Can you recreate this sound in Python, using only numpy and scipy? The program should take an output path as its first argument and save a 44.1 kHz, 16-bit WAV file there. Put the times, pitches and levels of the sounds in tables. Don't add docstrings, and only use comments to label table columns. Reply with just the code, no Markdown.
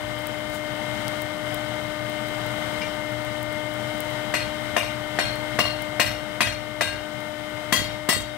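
import sys
import numpy as np
from scipy import signal
from scipy.fft import rfft, irfft, next_fast_len
from scipy.io import wavfile

SR = 44100
rng = np.random.default_rng(int(sys.argv[2]) if len(sys.argv) > 2 else 0)


def amp(db):
    return 10 ** (np.asarray(db, float) / 20)


def write(x):
    x = np.atleast_2d(x).T
    wavfile.write(sys.argv[1], SR, np.round(np.clip(x, -1, 1) * 32767).astype(np.int16))


N = 369114

# start_s, peak_db, brightness_db_per_octave, favoured_hz, muted_hz (both set by the landing spot)
BLOWS = [
    (2.8155, -19.5, 0.54, 2355, 4262),
    (4.3395, -13.5, -0.28, 1978, 5550),
    (4.765, -12, -1.2, 2530, 4262),
    (5.1878, -10.5, -1.9, 4262, 2800),
    (5.589, -9, -0.57, 2800, 8060),
    (5.997, -8, 0.56, 4262, 6680),
    (6.406, -7.5, -0.89, 3240, 1080),
    (6.809, -11, -0.74, 9000, 3000),
    (7.724, -7.5, 0.57, 1920, 5600),
    (8.0883, -8.5, 0.83, 8200, 5550),
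]
FLAT_FROM_S = 7.5
SOFT_BELOW_DB = -17
FAVOUR_DB, FAVOUR_OCTAVES = 5.5, 0.069
MUTE_DB, MUTE_OCTAVES = -7, 0.11
SPOT_SPREAD_DB = 3
# pitch_hz, edge_level_db, flat_level_db, t60_s
ANVIL_MODES = [(219.4, -2, 8, 0.063), (675, 14.5, 11, 0.022), (1050, -6, -1.5, 0.12), (1604, -5, -14, 0.36),
               (1978, -3.5, -4, 0.26), (2370, -8.5, -11, 0.49), (2530, -2.5, -19, 0.132),
               (2795, -3.5, -12.5, 0.45), (2840, -2, -21, 0.23), (3260, -11, -2.5, 0.36),
               (3670, -10, -16, 0.31), (3737, -12.5, -17, 0.59), (4262, -12, -12, 0.35),
               (4600, -50, -11, 0.35), (4830, -15, -11, 0.34), (4861, -20, -16, 0.37),
               (5487, -20, -2.5, .3), (5544, -9.5, -11, 0.59), (5540, -39, -18, 0.29),
               (6080, -25, -7, 0.186), (6250, -12, -13, 0.31), (6800, -35, -17, 0.3),
               (7560, -24, -13.5, 0.2), (7640, -16, -29, .2), (8066, -8.5, -10, 0.22),
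               (8150, -12.5, -11, 0.18), (8920, -16, -13, 0.2), (9150, -13, -12.5, 0.12),
               (10500, -17, -22, 0.23), (12200, -13, -25, 0.23)]
# pitch_hz, level_db_per_hz
BAR_CLATTER = [(180, -42), (300, 30), (1430, -4.5), (1580, -0.5), (2140, 0.5), (2790, -7.5), (3030, -5),
               (7820, -14.5), (16000, -22)]
# pitch_hz, t60_s
BAR_T60 = [(300, 0.041), (1500, 0.069), (4000, 0.13), (12000, 0.15)]
# pitch_hz, level_db, t60_s
CLINK = [(2355, -10, 0.23), (2200, 0, 0.027), (2800, -17, .25), (5030, -8, .03)]
KNOCK_HZ, KNOCK_T60_S, KNOCK_EDGE_DB, KNOCK_FLAT_DB = 1863, 0.0076, 4.5, -5
CRACK_EDGE_DB, CRACK_FLAT_DB = -19, -18
BOUNCE_EDGE_S, BOUNCE_EDGE_DB, BOUNCE_FLAT_S, BOUNCE_FLAT_DB = 0.064, -17, 0.037, -8
CHATTER_PER_S, CHATTER_DEPTH, CHATTER_BUILD_S, CHATTER_STEPS = 149.74, 1.18, 0.025, 64
BAR_MODES = 200
RING_T = np.arange(SR // 3) / SR
# delay_s, level_db, favoured_hz, favour_db, width_octaves
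PATHS = [(0, -0.5, 1860, 0.5, 0.21), (.011, -9, 2600, 3.5, 0.96), (.022, -17, 8500, 13, 0.22),
         (.046, -17.5, 2730, 4.5, 0.36), (.064, -16.5, 4262, 17, .04), (.078, -19, 8200, 5, .1),
         (.115, -20.5, 3090, 3, 0.46)]
YARD_T60_S, YARD_DB = 0.2, -9.5

# pitch_hz, level_db, t60_s, swell_s
STAND_MODES = [(105, 4, .12, .022), (57, -12, .6, .03), (101, -15, .5, .05), (124, -17, .6, .05)]
GROUND_LAG_S, SHOCK_EDGE_DB, SHOCK_FLAT_DB = 0.0415, -16, -19
# start_s, level_db
FOOTFALLS = [
    (.002, -19),
    (.08, -32),
    (.135, -32),
    (.84, -41.5),
    (1.45, -38),
    (3.02, -36),
]
# start_s, level_db
RATTLES = [
    (6.543, -35),
    (6.946, -29),
    (7.799, -24.5),
    (7.818, -24.5),
    (8.166, -21.5),
    (8.184, -30),
    (8.205, -31.5),
]
RATTLE_HZ = 503

# start_s, peak_db
SNAPS = [(0.1554, -42), (0.189, -33), (0.2199, -35.5), (0.27, -21.5), (0.3875, -38), (0.4074, -42),
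         (0.5003, -33), (0.6394, -44), (1.0806, -24), (1.168, -38), (1.219, -23.5), (1.544, -20),
         (2.0976, -31), (2.2842, -33), (2.4638, -30), (3.1213, -36), (3.2485, -32), (3.4285, -26),
         (3.5262, -31), (3.7389, -34), (3.9794, -33), (4.0044, -19), (4.1036, -33), (5.3567, -31),
         (5.8213, -25), (7.2055, -36), (7.4994, -39)]
SNAP_BODY_DB = -13
WOODY_SNAP_S, WOODY_DB = 1.08, 16
RUSTLE_S, RUSTLE_SPAN_S, RUSTLE_DB, RUSTLE_UNDER_DB = 0.548, 0.14, -31.5, -50
RUSTLE_RISE_DB_PER_S, RUSTLE_FALL_DB_PER_S = 400, 300

# start_s, level_db
BLOWER_LEVEL = [(0.0, -32), (0.6, -31), (0.95, -30.5), (4.0, -30), (5.0, -31.5), (5.6, -30), (6.55, -33.5),
                (7.9, -32.5), (8.37, -35)]
# multiple, left_db, right_db, flutter_db
BLADE_TONES = [(1, -5.5, -21, 0), (2, -0.6954, -16.5, -1), (3, -13.5, -31, 3), (4, -14, -31, 2.5),
               (5, -15.5, -26.5, 2.5), (6, -14, -28, -1), (7, -8, -29.5, 2.5)]
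BLADE_HZ = 302.63
HUM_HZ, HUM_DB, HUM_RIGHT_DB = 119.77, -9.5, -35
# pitch_hz, level_db_per_hz
AIR_COLOUR = [(15, -62), (25, -15), (114, -8), (252, -13.5), (296, -14.5), (524, -11.5), (600, -18.5),
              (669, -9.5), (1680, -18), (2090, -9.5), (2400, -20.5), (3060, -24.5), (8370, -30.5),
              (15700, -35.5), (16500, -85)]
# pitch_hz, width_hz, level_db
HOUSING = [(124.7, 31, 5.5), (214, 62, 9), (734.4, 57, 4.5), (850, 21, 0), (1470, 280, 7), (2340, 640, 0),
           (3084, 470, 13), (3807, 740, 8), (5010, 380, 4.5), (8470, 560, 6.5)]
AIR_DB = -0.5

# pitch_hz, left_minus_right_db
COVER = [(60, 10), (110, 8), (200, 19.5), (380, 11.5), (700, 15), (1290, 6), (2380, 13.5), (4400, 12),
         (8120, 25.5), (15000, 33)]
# pitch_hz, share
LIKENESS = [(60, .5), (130, 0.61), (290, 0.67), (640, 0.3), (1400, 0.47), (3100, 0.32), (7000, 0.11),
            (15000, 0.13)]
PORT_LAG_S, ANVIL_LAG_S = -0.00012, -0.000052


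def struck_modes():
    hz, edge_db, flat_db, t60 = np.transpose(ANVIL_MODES)
    bar_hz = (np.linspace(30, 125, BAR_MODES) + rng.uniform(-0.22, 0.22, BAR_MODES)) ** 2
    bar_db = table_at(BAR_CLATTER, bar_hz) + 5 * np.log10(bar_hz / 2000) - 6 + rng.normal(0, 2.3, BAR_MODES)
    bar_flat_db = bar_db - 0.5 + 1.1 * np.log2(bar_hz / 2000)
    bar_t60 = table_at(BAR_T60, bar_hz) * rng.uniform(0.43, 0.76, BAR_MODES)
    t60 = np.clip(np.append(t60, bar_t60), 0.01, 2)
    return np.append(hz, bar_hz), np.append(edge_db, bar_db), np.append(flat_db, bar_flat_db), t60


def chatter(count):
    step = np.arange(CHATTER_STEPS)
    joins = np.clip(1 - abs(RING_T * CHATTER_PER_S - step[:, None]), 0, 1).astype(np.float32)
    depth = CHATTER_DEPTH * np.minimum(step / CHATTER_PER_S / CHATTER_BUILD_S, 1)
    return 1 + (depth * rng.standard_normal((count, CHATTER_STEPS))).astype(np.float32) @ joins


def scale_crack(peak_db, bright, soft, flat):
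    top_hz = 6000 if soft else 15000 if flat else 9000
    hiss = band(rng.standard_normal((2, len(RING_T))), 2, 1200, top_hz)
    level_db = peak_db + (CRACK_FLAT_DB if flat else CRACK_EDGE_DB) + 2 * bright
    return amp(level_db - 60 * RING_T / 0.35) * np.minimum(RING_T / 0.0018, 1) * hiss


def stump_thud(peak_db):
    return amp(peak_db - 18.5 - 60 * RING_T / 0.11) * 6 * band(rng.standard_normal(len(RING_T)), 2, 180, 800)


def yard_tail(blows):
    tail = rng.standard_normal((2, len(RING_T))) * amp(-60 * RING_T / YARD_T60_S) * np.minimum(RING_T / 0.002, 1)
    tail = amp(YARD_DB) * tail / np.sqrt(np.sum(tail ** 2, axis=1, keepdims=True))
    return signal.fftconvolve(blows, tail, axes=1)[:, :N]


def strikes():
    hz, edge_db, flat_db, t60 = struck_modes()
    decay = amp(np.maximum(-60 * RING_T / t60[:, None], -150))
    rings = (np.sin(2 * np.pi * np.outer(hz, RING_T)) * decay * np.minimum(RING_T / 0.0021, 1)).astype(np.float32)
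    facing = rng.normal(0, 1.7, (2, len(PATHS), len(hz)))
    facing[:, 0] = 0
    knock = amp(-60 * RING_T / KNOCK_T60_S) * np.sin(2 * np.pi * KNOCK_HZ * RING_T)
    clink = sum(amp(db - 60 * RING_T / t60_s) * np.sin(2 * np.pi * f * RING_T) for f, db, t60_s in CLINK)
    clink = clink * np.minimum(RING_T / 0.004, 1)
    out = np.zeros((2, N + SR))
    for s, peak_db, bright, spot_hz, node_hz in BLOWS:
        flat, soft = s > FLAT_FROM_S, peak_db < SOFT_BELOW_DB
        level = peak_db - 12 + (flat_db if flat else edge_db) + bright * np.log2(hz / 2000)
        level += rng.normal(0, SPOT_SPREAD_DB, len(hz))
        if soft:
            level += -10 + bump(hz, 5000, 11, 0.25) * (t60 < 0.15) - 20 * (hz > 6800)
        level[len(ANVIL_MODES):] += rng.normal(0, 1.43, BAR_MODES)
        level += bump(hz, spot_hz, FAVOUR_DB, FAVOUR_OCTAVES) + bump(hz, node_hz, MUTE_DB, MUTE_OCTAVES)
        favour = 0.4 if flat else 1
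        paths = np.array([db + bump(hz, f, favour_db * favour, octaves) for _, db, f, favour_db, octaves in PATHS])
        wavering = rings * chatter(len(hz))
        gains = amp(level + paths + facing) * rng.choice([-1, 1], facing.shape)
        heard = gains.astype(np.float32) @ wavering
        for k, (lag_s, *_) in enumerate(PATHS):
            add_at(out, s + lag_s, heard[:, k])
        bounce_s, bounce_db = (BOUNCE_FLAT_S, BOUNCE_FLAT_DB) if flat else (BOUNCE_EDGE_S, BOUNCE_EDGE_DB)
        add_at(out, s + bounce_s, amp(bounce_db - PATHS[1][1]) * heard[:, 1])
        add_at(out, s, scale_crack(peak_db, bright, soft, flat) + stump_thud(peak_db))
        contact_db = peak_db + (KNOCK_FLAT_DB if flat else KNOCK_EDGE_DB)
        add_at(out, s, amp(contact_db) * (clink if soft else knock))
    blows = out[:, :N]
    return blows + yard_tail(blows)


def stand():
    s, peak_db = np.transpose(BLOWS)[:2]
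    shock_db = peak_db + np.where(s > FLAT_FROM_S, SHOCK_FLAT_DB, SHOCK_EDGE_DB)
    t = np.arange(SR // 2) / SR
    shake = np.zeros(len(t))
    for hz, db, t60, swell in STAND_MODES:
        shake += amp(db - 60 * t / t60) * (1 - np.exp(-(t / swell) ** 2)) * np.sin(2 * np.pi * hz * t)
    jolt_s, jolt_db = np.transpose(FOOTFALLS + RATTLES)
    pushes = spikes(s + GROUND_LAG_S, amp(shock_db + 7.5)) + spikes(jolt_s - 0.004, amp(jolt_db - 4))
    rattle_s, rattle_db = np.transpose(RATTLES)
    dips = spikes(rattle_s, -amp(rattle_db) * 1.45 * SR / RATTLE_HZ)
    dips = soften(soften(dips, RATTLE_HZ), RATTLE_HZ)
    return signal.fftconvolve(pushes, shake)[:N] + dips


def bag_rustle(sizes):
    since = np.arange(N) / SR - RUSTLE_S
    swell_db = RUSTLE_DB + np.minimum(RUSTLE_RISE_DB_PER_S * since, -RUSTLE_FALL_DB_PER_S * since)
    level = amp(np.maximum(swell_db, RUSTLE_UNDER_DB)) * (abs(since) < RUSTLE_SPAN_S)
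    return band(level * sizes * (rng.random(N) < 5000 / SR), 1, 3500, 13000)


def coals():
    s, peak_db = np.transpose(SNAPS)
    sizes = amp(4.5 * np.minimum(rng.exponential(1, N), 3)) * rng.choice([-1, 1], N)
    crackle = amp(-48) * sizes * (rng.random(N) < 25 / SR)
    bright = spikes(s + 0.00068, amp(peak_db + 19)) + crackle
    bright = signal.sosfilt(signal.butter(2, 9000, "high", fs=SR, output="sos"), bright)
    body_db = peak_db + WOODY_DB * (abs(s - WOODY_SNAP_S) < 0.01) + SNAP_BODY_DB + 22
    body = band(spikes(s + 0.00053, amp(body_db)), 1, 3300, 6500)
    clicks = bright + body + bag_rustle(sizes)
    for delay_s, gain in [(0.0005, -0.088), (0.0021, 0.26)]:
        lag = round(delay_s * SR)
        clicks[lag:] += gain * clicks[:-lag]
    return clicks


def blade_tones():
    turn = 2 * np.pi * np.cumsum(BLADE_HZ * (1 + 0.00057 * drift(1.63))) / SR
    out = np.zeros((2, N))
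    for k, left_db, right_db, flutter_db in BLADE_TONES:
        wobble = rng.uniform(0, 5.87) + 0.166 * flutter_db * drift(9.8)
        level = amp([[left_db], [right_db]] + flutter_db * drift(47))
        out += level * np.sqrt(2) * np.sin(k * turn + wobble + [[0], [0.3]])
    hum = 2 * np.pi * HUM_HZ * np.arange(N) / SR + 0.39 * drift(2.9)
    hum_level = amp([[HUM_DB], [HUM_RIGHT_DB]] + 2.92 * drift(15))
    return out + hum_level * np.sqrt(2) * np.sin(hum + [[0], [1.8]])


def air():
    size = next_fast_len(N)
    hz = np.arange(size // 2 + 1) * SR / size
    colour = table_at(AIR_COLOUR, hz)
    for f, width, db in HOUSING:
        colour += db / (1 + (2 * (hz - f) / width) ** 2)
    pair = irfft(rfft(rng.standard_normal((2, size))) * amp(colour), size)[:, :N]
    return amp(AIR_DB + 0.87 * drift(1.64)) * rms_one(pair)


def ports(near, scattered, lag_s=PORT_LAG_S):
    size = next_fast_len(N + 4096)
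    hz = np.arange(size // 2 + 1) * SR / size
    alike = np.clip(table_at(LIKENESS, hz), 0, 1)
    mix = alike * rfft(near, size) * np.exp(-2j * np.pi * hz * lag_s)
    mix += np.sqrt(1 - alike ** 2) * rfft(scattered, size)
    return np.array([near, irfft(mix * amp(-table_at(COVER, hz)), size)[:N]])


def table_at(points, hz):
    points = np.array(points)
    return np.interp(np.log(np.maximum(hz, 1)), np.log(points[:, 0]), points[:, 1])


def bump(hz, centre_hz, db, octaves):
    return db * np.exp(-(np.log2(hz / centre_hz) / octaves) ** 2)


def band(x, order, low_hz, high_hz):
    return signal.sosfilt(signal.butter(order, [low_hz, high_hz], "band", fs=SR, output="sos"), x)


def soften(x, hz):
    r = np.exp(-2 * np.pi * hz / SR)
    return signal.lfilter([(1 - r) ** 2], [1, -2 * r, r * r], x)


def spikes(times, heights):
    out = 1e-18 * np.cos(np.arange(N))
    np.add.at(out, np.clip(np.round(np.asarray(times) * SR).astype(int), 0, N - 1), heights)
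    return out


def add_at(out, start_s, sound):
    start = round(start_s * SR)
    out[:, start:start + sound.shape[-1]] += sound


def drift(rate):
    r = np.exp(-80 * np.pi * rate / SR)
    slow = signal.lfilter([1], [1, -2 * r, r * r], rng.standard_normal(N // 40 + 2002))[2000:]
    return np.interp(np.arange(N) / 40, np.arange(len(slow)), rms_one(slow))


def rms_one(x):
    return x / np.sqrt(np.mean(x ** 2) + 1e-20)


def curve(rows):
    return np.interp(np.arange(N) / SR, *np.transpose(rows))


def scene():
    blower = amp(curve(BLOWER_LEVEL)) * (blade_tones() + ports(*air()))
    snaps = coals()
    fire = ports(snaps, snaps) * amp([[0], [-6]])
    hammering = ports(*strikes(), ANVIL_LAG_S) * amp([[0], [3]])
    shaking = stand() * amp([[-16], [0]])
    return hammering + shaking + fire + blower


def top_cut(x):
    return signal.sosfilt(signal.butter(12, 16990, fs=SR, output="sos"), x)


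def record(dry):
    dry = signal.sosfilt(signal.butter(2, 38, "high", fs=SR, output="sos"), dry)
    dry = signal.sosfilt(signal.cheby2(16, 34, 16000, fs=SR, output="sos"), dry)
    return top_cut(1.132 * np.tanh(dry / 1.084))


dry = scene()
out = record(dry)
write(out)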